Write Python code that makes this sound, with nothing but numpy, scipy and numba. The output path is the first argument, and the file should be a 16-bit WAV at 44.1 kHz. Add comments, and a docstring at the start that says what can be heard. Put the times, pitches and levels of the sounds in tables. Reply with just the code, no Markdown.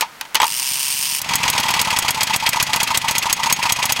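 """A kick lever clanks close by, steel on steel, as a small old single-cylinder petrol engine is started
on a lawn. The ratchet overruns with a buzz and drops out, and the engine idles unevenly over the clatter
of its moving parts. Each cycle is a rasp of air through the ports and an exhaust putt that rings the
silencer; many fire hard, with a sharp crack that rings the engine's metal."""
import sys
import numpy as np
from scipy import signal
from scipy.fft import rfft, irfft
from scipy.io import wavfile
from scipy.ndimage import uniform_filter1d
from numba import njit

SR = 44100
rng = np.random.default_rng(int(sys.argv[2]) if len(sys.argv) > 2 else 0)


def inscribe(sig):
    """Save sig as 16-bit PCM at rate SR to the path in sys.argv[1].

    A 1-D sig is mono; a 2-D sig holds one channel per row.
    Samples are clipped to [-1, 1] before scaling.
    """
    pcm = np.round(np.clip(np.atleast_2d(sig).T, -1, 1) * 32767)
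    wavfile.write(sys.argv[1], SR, pcm.astype(np.int16))


N = 176400

# The idle, cycle by cycle. Each row: time of the exhaust putt in seconds, relative level of the
# silencer's ring in dB, relative level in dB of the rasp about half a cycle earlier.
PUTTS = [(1.218, -53, -32), (1.263, -31, -28), (1.309, -17.5, -20), (1.353, -51, -17), (1.403, -21, -25),
         (1.453, -17.5, -15.5), (1.499, -43, -14.5), (1.552, -18, -18), (1.598, -23, -13.5),
         (1.655, -18.5, -17), (1.705, -18.5, -15), (1.764, -17.5, -15.5), (1.814, -22.5, -13.5),
         (1.873, -15.5, -18.5), (1.928, -16, -15.5), (1.989, -26, -16), (2.048, -17.5, -20),
         (2.107, -47, -14.5), (2.174, -18.5, -20.5), (2.233, -31, -13.5), (2.298, -15, -19),
         (2.362, -48, -13), (2.426, -15.5, -23), (2.491, -36, -13), (2.56, -14, -16), (2.628, -30, -13.5),
         (2.694, -19, -23), (2.761, -19.5, -13), (2.831, -23.5, -13.5), (2.905, -13.5, -17.5),
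         (2.975, -55, -13.5), (3.044, -16.5, -23.5), (3.111, -25.5, -12.5), (3.182, -28, -16),
         (3.257, -14, -17), (3.327, -53, -15.5), (3.394, -17.5, -25), (3.46, -13.5, -15),
         (3.527, -42.5, -14.5), (3.59, -19.5, -24), (3.655, -15, -14), (3.722, -35, -14.5),
         (3.789, -17, -20.5), (3.855, -25, -14.5), (3.922, -40, -15), (3.992, -15.5, -19)]
# The notes of the engine's metal. Each row: frequency in Hz, relative level in dB.
ENGINE_MODES = [(1990, 11), (2220, -20), (2490, 1), (3280, 10.5), (4340, 3.5), (4910, 4), (6070, -2),
                (6560, 15.5), (7790, 9)]
METAL_T60_S = 0.044
# The bright noise of ticks and cracks. Each row: frequency in Hz, relative level in dB.
CRACK_COLOUR = [(100, -25), (2000, -3), (4500, 0), (7000, 2), (13000, 0.5), (16000, -5.5)]


def amp(db):
    """Decibels to gain."""
    return 10 ** (np.asarray(db) / 20)


def unit(x):
    """Scale to rms 1."""
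    return x / np.sqrt(np.mean(x ** 2))


def noise(colour):
    """Noise of rms 1 with a colour of (Hz, dB) points."""
    hz, db = np.array(colour).T
    bins_hz = np.maximum(np.arange(N // 2 + 1) * SR / N, 1)
    gain = amp(np.interp(np.log(bins_hz), np.log(hz), db))
    return unit(irfft(rfft(rng.standard_normal(N)) * gain, N))


def blows(times, db):
    """One impulse for each event."""
    out = np.zeros(N)
    at = np.round(np.asarray(times) * SR).astype(int)
    inside = (at >= 0) & (at < N)
    np.add.at(out, at[inside], amp(db)[inside])
    return out


def ringing(x, response):
    """Pass x through an impulse response."""
    return signal.fftconvolve(x, response)[:N]


def bursts(times, db, rise, decay, hold=0):
    """Envelope of events that rise, hold and die away, all in seconds; their powers add."""
    t = np.arange(N // 16) / SR
    shape = np.minimum(t / rise, 1) * np.exp(-np.maximum(t - rise - hold, 0) / decay)
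    return np.sqrt(np.maximum(ringing(blows(times, db) ** 2, shape ** 2), 0))


@njit
def bandpass(x, hz, width_hz):
    """State-variable band-pass whose centre can move."""
    out, band_state, low_state = np.empty(len(x)), 0., 0.
    for i in range(len(x)):
        g, damping = np.tan(np.pi * hz[i] / SR), width_hz / hz[i]
        band = (band_state + g * (x[i] - low_state)) / (1 + g * (g + damping))
        band_state = 2 * band - band_state
        low_state += 2 * g * band
        out[i] = damping * band
    return out


def struck_metal(times, db, scatter_db):
    """The engine's metal rings; every blow shares its strength among the modes differently."""
    t = np.arange(N // 16) / SR
    fade = np.exp(-np.log(1000) * t / METAL_T60_S)
    scatter = scatter_db * rng.standard_normal((len(times), len(ENGINE_MODES))).T
    return sum(ringing(blows(times, db + mode_db + luck_db), np.sin(2 * np.pi * hz * t) * fade)
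               for (hz, mode_db), luck_db in zip(ENGINE_MODES, scatter))


def silencer_tone():
    """The hollow note of the silencer: close resonances beating, held at nearly even strength."""
    # Each row: frequency in Hz, half the width of each filter in Hz, relative level in dB.
    resonances = [(899, 49.4, 3), (969, 61, 2), (1211, 76, -5.5)]
    tone = np.zeros(N)
    for hz, half_width, db in resonances:
        centre = np.full(N, float(hz))
        band = bandpass(rng.standard_normal(N), centre, 2. * half_width)
        tone += amp(db) * unit(bandpass(band, centre, 2. * half_width))
    return tone / np.sqrt(uniform_filter1d(tone ** 2, size=900))


def kick_lever():
    """Steel knocks on steel: a clank, a tick, the silencer's low ring and the engine's modes."""
    # The lever's blows and first ratchet teeth.
    # Each row: start in seconds, then the relative levels of clank, low ring and tick in dB.
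    knocks = [(.009, -14, -27, -13), (0.0178, -22, -36, -23), (.023, -20, -15.5, -43),
              (0.2109, -22.5, -30.5, -23), (0.252, -36, -39, -53), (.346, -17.5, -21, -18),
              (0.3532, -10, -21, -10), (0.3656, -18.5, -23, -35), (.401, -13.5, -11, -37),
              (0.4174, -12, -27, -19), (0.4298, -13.5, -8, -24), (0.442, -20, -21, -18)]
    # Each row: frequency in Hz, relative level in dB.
    clank_colour = [(100, -13.5), (1000, 1.5), (2600, 9), (6300, -2), (7200, -9), (16000, -23)]
    at, clank_db, ring_db, tick_db = np.array(knocks).T
    hit = bursts(at, clank_db, rise=0.0005, hold=0.001, decay=0.0046)
    tail = bursts(at, clank_db - 11.5, rise=0.0013, decay=0.022)
    clank = noise(clank_colour) * (hit + tail)
    tick = noise(CRACK_COLOUR) * bursts(at, tick_db + 5.5, rise=0.00025, decay=0.0021)
    ring = silencer_tone() * bursts(at, ring_db, rise=0.00092, decay=0.015)
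    return clank + tick + ring + struck_metal(at, clank_db - 23, scatter_db=5)


def garden():
    """The faint, even hush of the open air."""
    # Each row: frequency in Hz, relative level in dB.
    hush_colour = [(60, -9), (400, -7), (1400, 1), (2600, -7.5), (15000, -20)]
    return amp(-41.5) * noise(hush_colour)


def running_gear():
    """The moving parts make a steady wash of clatter that swells as the engine catches."""
    # Each row: time in seconds, level in dB.
    clatter_levels = [(.32, -52), (.45, -43), (1.18, -42), (1.3, -28), (1.7, -30.5), (2.3, -32)]
    # Each row: frequency in Hz, relative level in dB.
    clatter_colour = [(30, -32), (130, 13), (270, 6.5), (380, -18), (930, 13), (1500, -2.5), (2200, 12),
                      (6600, -2.5), (16000, -19.5)]
    times, db = np.array(clatter_levels).T
    return noise(clatter_colour) * amp(np.interp(np.arange(N) / SR, times, db))


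def ratchet():
    """The pawl buzzes over the teeth as long as the lever is held down."""
    # Each row: time in seconds, speed in teeth per second.
    overrun = [(0.447, 67.8), (0.474, 81), (0.549, 121), (.6, 129), (.86, 138), (1.195, 139)]
    # One tooth's click. Each row: frequency in Hz, relative level in dB.
    tooth_colour = [(620, -52), (930, -0.5), (1300, -17), (2900, 3), (3800, -5.5), (5000, 2.5),
                    (7200, -3.5), (8300, -1.5), (8930, 7), (9600, -4), (12000, -8), (12950, -2),
                    (14300, -8), (15400, -7)]
    times, rate = np.array(overrun).T
    t = np.arange(int(times[0] * SR), int(times[-1] * SR)) / SR
    teeth_passed = np.floor(np.cumsum(np.interp(t, times, rate)) / SR + 0.638)
    at = t[1:][np.diff(teeth_passed) > 0]
    late, strong = rng.standard_normal((N // 1000, 2))[:len(at)].T  # no two teeth click alike
    clicks = bursts(at + 0.00022 * late, -16.5 + 2.25 * strong, rise=0.0023, decay=0.0043)
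    return noise(tooth_colour) * clicks


def spin_up():
    """Soft uneven putts as the kicked engine gathers speed."""
    start_s, first_gap_s, shorten_s, lead_s = 0.518, 0.0505, 0.00062, 0.003
    cycle = np.arange(14)
    at = start_s + first_gap_s * cycle - shorten_s * cycle * (cycle - 1) / 2
    db = -39 + 5.6 * rng.standard_normal(len(at))
    t = np.arange(N // 64) / SR
    putt = np.sin(2 * np.pi * 170 * t) * np.exp(-((t - lead_s) / 0.0029) ** 2)
    return ringing(blows(at - lead_s, db), putt)


def piston_whistle(putt_at, rasp_at, db):
    """A breathy air resonance swells around each rasp, its pitch rising and falling with the piston."""
    low_hz, high_hz, peak_phase = 970, 2830, 0.641
    cycles = np.interp(np.arange(N) / SR, putt_at, np.arange(len(putt_at)))
    piston = (0.5 + 0.5 * np.cos(2 * np.pi * (cycles - peak_phase))) ** 2
    whistle = unit(bandpass(rng.standard_normal(N), low_hz + (high_hz - low_hz) * piston, width_hz=530.))
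    return whistle * bursts(rasp_at - 0.012, db - 8.5, rise=0.01, hold=0.0087, decay=0.021)


def air_rasps():
    """Gritty air rasps through the ports in mid-cycle, opening with a clack, and chuffs with the putt."""
    # Each row: frequency in Hz, relative level in dB.
    air_colour = [(130, -9), (400, -12.5), (1100, -2.5), (1550, -6), (2600, 2), (3900, -3.5), (4600, -2),
                  (9500, -12.5), (16000, -22.5)]
    at, ring_db, rasp_db = np.array(PUTTS).T
    starts = np.append(2 * at[0] - at[1], at[:-1])
    rasp_at = starts + 0.575 * (at - starts)
    rasp = bursts(rasp_at, rasp_db - 1.5, rise=0.0023, hold=0.0052, decay=0.0091)
    chuff = bursts(at - 0.002, (rasp_db + ring_db) / 2 - 5.5, rise=0.0023, hold=0.012, decay=0.0079)
    clack = bursts(rasp_at, rasp_db + 2 + 2 * rng.standard_normal(len(at)), rise=0.00045, decay=0.0025)
    grit_db = 1.9 * unit(uniform_filter1d(rng.standard_normal(N), size=50))
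    whistle = piston_whistle(at, rasp_at, rasp_db)
    air = noise(air_colour) * unit(amp(grit_db))
    return air * np.sqrt(rasp ** 2 + chuff ** 2 + clack ** 2) + whistle


def thumps(times, db):
    """A short pressure pulse leaves the pipe and swings back below zero."""
    width_s, low_cut_hz = 0.00093, 89
    t = np.arange(N // 64) / SR
    lead_s = 4 * width_s
    pulse = np.exp(-0.5 * ((t - lead_s) / width_s) ** 2)
    thump = signal.sosfilt(signal.butter(2, low_cut_hz, "high", fs=SR, output="sos"), pulse)
    return ringing(blows(times - lead_s, db), thump)


def exhaust():
    """Every putt is a thump and a puff of gas that rings the silencer."""
    at, ring_db, rasp_db = np.array(PUTTS).T
    putt_db = -20.5 + 0.6 * rasp_db + rng.standard_normal(len(at))  # grows with the rasp before it
    gas = noise([(40, -26), (140, -16), (280, -17), (380, -24.5), (700, -6.5), (8000, -46)])
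    puff = gas * bursts(at - 0.005, putt_db, rise=0.0018, decay=0.0092)
    ring = silencer_tone() * bursts(at - 0.002, ring_db - 3.5, rise=0.0018, hold=0.014, decay=0.014)
    lead_in = silencer_tone() * bursts(at - 0.017, rasp_db - 3.5, rise=0.0042, decay=0.005)
    return thumps(at, putt_db + 10.5) + puff + ring + lead_in


def hard_firings():
    """A hard firing gives a bright crack; the cylinder and flywheel ring on."""
    # Each row: start in seconds, relative level in dB.
    firings = [(1.2158, -23.5), (1.3546, -16), (1.499, -17.5), (1.6003, -23.5), (1.706, -25),
               (1.814, -17.5), (1.987, -16.5), (2.106, -19.5), (2.231, -16.5), (2.3605, -18), (2.49, -17.5),
               (2.626, -16.5), (2.7598, -20.5), (2.8306, -17.5), (2.9731, -15), (3.1098, -21.5),
               (3.181, -16), (3.327, -13.5), (3.5248, -12.5), (3.7215, -14.5), (3.854, -19.5),
               (3.9214, -15)]
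    at, db = np.array(firings).T
    crack = noise(CRACK_COLOUR) * bursts(at, db + 8, rise=0.0013, decay=0.0045)
    return crack + struck_metal(at, db - 28.5, scatter_db=4)


def engine_body(x):
    """The engine's metal adds a short ring to the sounds made inside it."""
    t = np.arange(N // 16) / SR
    fade = np.exp(-np.log(1000) * t / METAL_T60_S)
    modes = fade * sum(amp(db) * np.cos(2 * np.pi * hz * t) for hz, db in ENGINE_MODES)
    return x + ringing(x, amp(-14.5) * modes / np.linalg.norm(modes))


def scene():
    """The kick-start and the idle in a quiet garden, in mono."""
    start = kick_lever() + ratchet() + spin_up()
    idle = engine_body(air_rasps() + hard_firings() + running_gear()) + exhaust()
    return (start + idle + garden())[None]


def record(dry):
    """Round off the loudest peaks and cut the top above 15.9 kHz."""
    top_cut = signal.ellip(10, 0.2, 70, 15900, fs=SR, output="sos")
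    return signal.sosfilt(top_cut, np.tanh(dry))


dry = scene()
out = record(dry)
inscribe(out)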